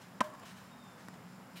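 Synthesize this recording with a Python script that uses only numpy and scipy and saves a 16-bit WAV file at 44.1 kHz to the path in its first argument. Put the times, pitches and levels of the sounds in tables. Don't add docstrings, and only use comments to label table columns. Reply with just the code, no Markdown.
import sys
import numpy as np
from scipy import signal
from scipy.fft import rfft, irfft
from scipy.io import wavfile
from scipy.ndimage import uniform_filter1d

SR = 44100
rng = np.random.default_rng(int(sys.argv[2]) if len(sys.argv) > 2 else 0)


def unload_audio(sound):
    columns = np.transpose(np.atleast_2d(sound))
    steps = np.round(np.clip(columns, -1, 1) * 32767)
    wavfile.write(sys.argv[1], SR, steps.astype(np.int16))


def undo_db(level):
    steps = np.asarray(level, float) / 20
    return 10 ** steps


N = 70560

# f/Hz, level/dB
TRAFFIC_COLOUR = [(30, -73), (70, -28.5), (179, -4.5), (300, -17.5), (900, -17.5), (2000, -25),
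                  (5000, -35.5), (15500, -40)]
# f/Hz, width/Hz, level/dB
TRAFFIC_HUMPS = [(926, 1200, -61), (241, 64, -64.5), (121.5, 62, -66)]
# t/s, f/Hz, level/dB
DRONE_PATH = [
    (0, 186.3, -58.5),
    (.8, 185.8, -61),
    (1.25, 180, -57.5),
    (1.6, 187.3, -57),
]
# f/Hz, width/Hz, level/dB
INSECT_BANDS = [(7220, 600, -74.5), (5110, 930, -72.5), (9730, 240, -81.5)]
# t/s, f/Hz, level/dB
BIRD_PATH = [
    (.69, 3740, -82),
    (.74, 3715, -67),
    (.775, 3700, -78),
    (.81, 3680, -68.5),
    (.89, 3580, -70),
    (.95, 3535, -75),
    (1.0, 3500, -80),
]
# start t/s, rise t/s, time to fall 60 dB t/s, level/dB, share that rings the sole (0-1)
SHOE_SCUFFS = [
    (.005, 0.015, 0.32, -45.5, 0.06),
    (.444, 0.016, 0.4, -40.5, 0.16),
    (.485, 0.026, 0.16, -49.5, 1),
    (.55, 0.031, 0.59, -49.5, 0.4),
    (.95, 0.055, 0.72, -49, 0.02),
    (1.548, 0.032, 0.13, -36, 0.95),
]
# f/Hz, level/dB
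DRAG_COLOUR = [(710, -22), (1200, -12.5), (1340, 12), (1750, 13), (2130, 0), (6030, 2), (16000, -17.5)]
# f/Hz, width/Hz, level/dB
SOLE_RESONANCES = [(2360, 230, 6.5), (2935, 280, 6.5), (3890, 290, 4), (8600, 630, -7.5),
                   (12500, 1700, -15)]
# f/Hz, level/dB
HEEL_COLOUR = [(200, -20), (450, 8), (1800, -13), (3000, -3), (6000, -32)]
# t/s, tick peak level/dB, ring level/dB
FAR_BOUNCES = [
    (1.0842, -42.5, -44.5),
    (1.14, -51, -54),
]
# f/Hz, level/dB, time to fall 60 dB t/s
BOUNCE_MODES = [(219, 5.5, 0.033), (976, 1, 0.026), (1870, -1, 0.017)]
# f/Hz, level/dB
TICK_COLOUR = [(500, 7.5), (1500, 6), (3500, -9.5), (6200, -6.5), (8000, -7), (9600, -7), (16000, -21)]
# f/Hz, level/dB
FENCE_COLOUR = [(800, -20), (2000, 5), (5000, -3.5), (10000, -9), (16000, -14)]
# delay t/s, level/dB
HIT_ECHOES = [(.036, -27), (.064, -34), (0.094, -31), (0.129, -30.5), (.142, -30), (0.189, -26.5),
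              (0.226, -29.5)]
# f/Hz, time to fall 60 dB t/s
COURT_FALL = [(200, 1), (1000, 0.81), (3000, .5), (12000, 0.36)]
# f/Hz, level/dB
SIDEWAYS_COLOUR = [(150, -25), (300, -1.5), (550, -10.5), (850, -4), (1100, 4.5), (1350, -9.5), (1700, -6),
                   (2500, -27)]
# f/Hz, level/dB
CRACK_COLOUR = [(500, -8), (1000, 1.5), (1700, -3), (3000, -5), (5000, -11), (8000, -16), (12000, -25.5),
                (16000, -30)]
# f/Hz, peak level/dB, time to fall 60 dB t/s
RACKET_MODES = [(225, -26, .05), (1566, -36.5, .12), (1922, -36, .035), (2121, -48, .08), (2250, -37, .03),
                (2640, -41, .025), (2960, -45, .025), (3400, -44, .02), (4570, -47, .02)]
# f/Hz, peak level/dB, time to fall 60 dB t/s
BALL_MODES = [(1012, -20.5, .02), (1220, -29, .017)]
# f/Hz, peak level/dB, time to fall 60 dB t/s
REBOUND_MODES = [(641, -27, 0.021), (810, -31.5, 0.027)]

HIT_S, LOW_CUT_HZ = 0.2057, 132


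def evened(x):
    return x / np.sqrt(np.mean(x ** 2) + 1e-20)


def read(points, hz):
    f, value = np.transpose(points)
    return np.interp(np.log(hz + 1), np.log(f + 1), value)


def add(mix, s, sound):
    part = mix[round(s * SR):][:len(sound)]
    part += sound[:len(part)]


def coloured(x, spectrum):
    gain = undo_db(read(spectrum, np.fft.rfftfreq(len(x), 1 / SR)))
    return evened(irfft(rfft(x) * gain, len(x)))


def resonate(x, hz, width):
    turn = np.exp(2j * np.pi * np.cumsum(hz * np.ones(len(x))) / SR)
    r = np.exp(-np.pi * width / SR)
    return 2 * (turn * signal.lfilter([1 - r], [1, -r], x / turn)).real


def band(hz, width):
    noise = rng.standard_normal(N)
    return evened(resonate(resonate(noise, hz, width), hz, width))


def ring(modes, hold_s=0.):
    t = np.arange(SR // 2) / SR
    out = np.zeros(len(t))
    for hz, db, t60 in modes:
        out += undo_db(db - 60 * np.maximum(t - hold_s, 0) / t60) * np.sin(2 * np.pi * hz * t)
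    return np.minimum(t / 0.0006, 1) * out


def burst(spectrum, rise_s, t60, hold_s=0., size=4096):
    t = np.arange(size) / SR
    fall = undo_db(-60 * np.maximum(t - hold_s, 0) / t60)
    return coloured(rng.standard_normal(size), spectrum) * np.minimum(t / rise_s, 1) * fall


def low_cut(x, hz, order=4):
    return signal.sosfilt(signal.butter(order, hz, "high", fs=SR, output="sos"), x)


def traffic():
    frames, hz = N // 256 + 5, np.fft.rfftfreq(1024, 1 / SR)
    a, b, patches = rng.standard_normal((frames, 513, 3)).T
    patches = uniform_filter1d(patches, size=12, axis=0)
    patches = evened(uniform_filter1d(patches, size=12, axis=1))
    cells = (a + 1j * b) * undo_db(read(TRAFFIC_COLOUR, hz)[:, None] + patches)
    wash = signal.istft(cells, nperseg=1024, noverlap=768)[1][:N]
    t, (s, f, db) = np.arange(N) / SR, np.transpose(DRONE_PATH)
    drone = undo_db(np.interp(t, s, db)) * band(np.interp(t, s, f), 21.66)
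    humps = sum(undo_db(level) * band(centre, width) for centre, width, level in TRAFFIC_HUMPS)
    return undo_db(-57) * evened(wash) + drone + humps


def insects():
    throb_per_s, peak_s, depth_db = 4.44, 0.21, 2
    t = np.arange(N) / SR
    throb = undo_db(depth_db * (np.cos(2 * np.pi * throb_per_s * (t - peak_s)) - 1))
    return throb * sum(undo_db(db) * band(hz, width) for hz, width, db in INSECT_BANDS)


def bird():
    t, (s, hz, db) = np.arange(N) / SR, np.transpose(BIRD_PATH)
    flutter_db = 3.5 * evened(resonate(rng.standard_normal(N), 40, 25))
    gate = np.clip(np.minimum(t - s[0], s[-1] - t) / 0.0077, 0, 1)
    tone = np.sin(2 * np.pi * np.cumsum(np.interp(t, s, hz)) / SR)
    return np.sqrt(2) * gate * undo_db(np.interp(t, s, db) + flutter_db) * tone


def shoes():
    grit_per_s = 6000
    grit = (rng.random(N) < grit_per_s / SR) * undo_db(1.6 * rng.exponential(1, N)) * rng.choice([-1, 1], N)
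    grit = evened(grit) + 0.85 * rng.standard_normal(N)
    plain = coloured(grit, [(300, -19)] + list(DRAG_COLOUR))
    rung = evened(sum(undo_db(db) * resonate(grit, hz, width) for hz, width, db in SOLE_RESONANCES))
    t, out = np.arange(N) / SR, np.zeros(N)
    for s, rise, t60, db, share in SHOE_SCUFFS:
        u = t - s
        swell = np.sin(np.pi / 2 * np.clip(u / rise, 0, 1)) ** 2
        fall = undo_db(db - 14 - 60 * np.maximum(u - rise, 0) / t60)
        out += swell * fall * (np.sqrt(1 - share) * plain + np.sqrt(share) * rung)
    return out


def heel():
    out = np.zeros(N)
    add(out, 0.41, undo_db(-57) * burst(HEEL_COLOUR, rise_s=0.012, t60=0.3, hold_s=0.03))
    return out


def bounces():
    out = np.zeros(N)
    for s, tick_db, ring_db in FAR_BOUNCES:
        add(out, s, undo_db(tick_db) * burst(TICK_COLOUR, rise_s=0.00021, t60=0.013, hold_s=0.0011))
        add(out, s, undo_db(ring_db) * ring(BOUNCE_MODES))
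    return low_cut(out, LOW_CUT_HZ)


def fence():
    out = np.zeros(N)
    hiss = burst(FENCE_COLOUR, rise_s=0.004, t60=0.17, size=16384)
    add(out, HIT_S + 0.033, undo_db(-53) * hiss)
    return out


def court(x):
    taps = np.zeros(SR)
    for delay, db in HIT_ECHOES:
        smear = rng.standard_normal(200) * np.exp(-np.arange(200) / 5)
        add(taps, delay, undo_db(db) * smear / np.linalg.norm(smear))
    hz, t, z = signal.stft(rng.standard_normal(SR), SR, nperseg=256)
    z = z * undo_db(-60 * t / read(COURT_FALL, hz)[:, None])
    tail = signal.istft(z, SR, nperseg=256)[1][:SR - 1000]
    add(taps, 0.018, undo_db(-19.5) * tail / np.linalg.norm(tail))
    return signal.fftconvolve(x, taps)[:N]


def sideways_hit():
    out = np.zeros(N)
    add(out, HIT_S, undo_db(-23.5) * burst(SIDEWAYS_COLOUR, rise_s=0.0012, t60=0.021, hold_s=0.005))
    return out


def strings():
    out, t = np.zeros(N), np.arange(SR // 2) / SR
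    swell_s = 0.052
    swell = 0.54 + 0.65 * np.minimum(t / swell_s, 1) ** 2
    add(out, HIT_S, swell * ring([(613, -44, 0.28)], swell_s))
    return out


def hit():
    contact_s, ground_delay_s = 0.004, 0.0046
    out = np.zeros(N)
    crack = undo_db(-29) * burst(CRACK_COLOUR, rise_s=0.00023, t60=0.039, hold_s=0.0012)
    add(out, HIT_S, crack + ring(RACKET_MODES)[:len(crack)])
    add(out, HIT_S + ground_delay_s, undo_db(-15.5) * crack)
    pop = ring(BALL_MODES, hold_s=0.0057) + ring(REBOUND_MODES, hold_s=0.0036)
    add(out, HIT_S + contact_s, -pop)
    return low_cut(out, LOW_CUT_HZ)


def scene():
    strike = hit()
    reflected = court(0.5 * strike + sideways_hit())
    background = traffic() + insects() + bird()
    player = shoes() + heel()
    return (background + player + bounces() + fence() + reflected + strings() + strike)[None]


def band_limit(x):
    return signal.sosfilt(signal.butter(12, 16400, fs=SR, output="sos"), x)


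def record(dry):
    x, t = low_cut(dry, 60, order=2), np.arange(N) / SR
    dull = signal.sosfiltfilt(signal.butter(8, 2200, fs=SR, output="sos"), x)
    dull_from_s, dull_to_s, fade_s = 0.1965, 0.2025, 0.001
    dullness = np.clip(np.minimum(t - dull_from_s, dull_to_s - t) / fade_s + 1, 0, 1)
    x = x + dullness * (dull - x)
    top_cut = signal.firwin(255, 15900, window=("kaiser", 8), fs=SR)[None]
    mix = signal.oaconvolve(x, top_cut, "same")
    return band_limit(mix)


dry = scene()
out = record(dry)
unload_audio(out)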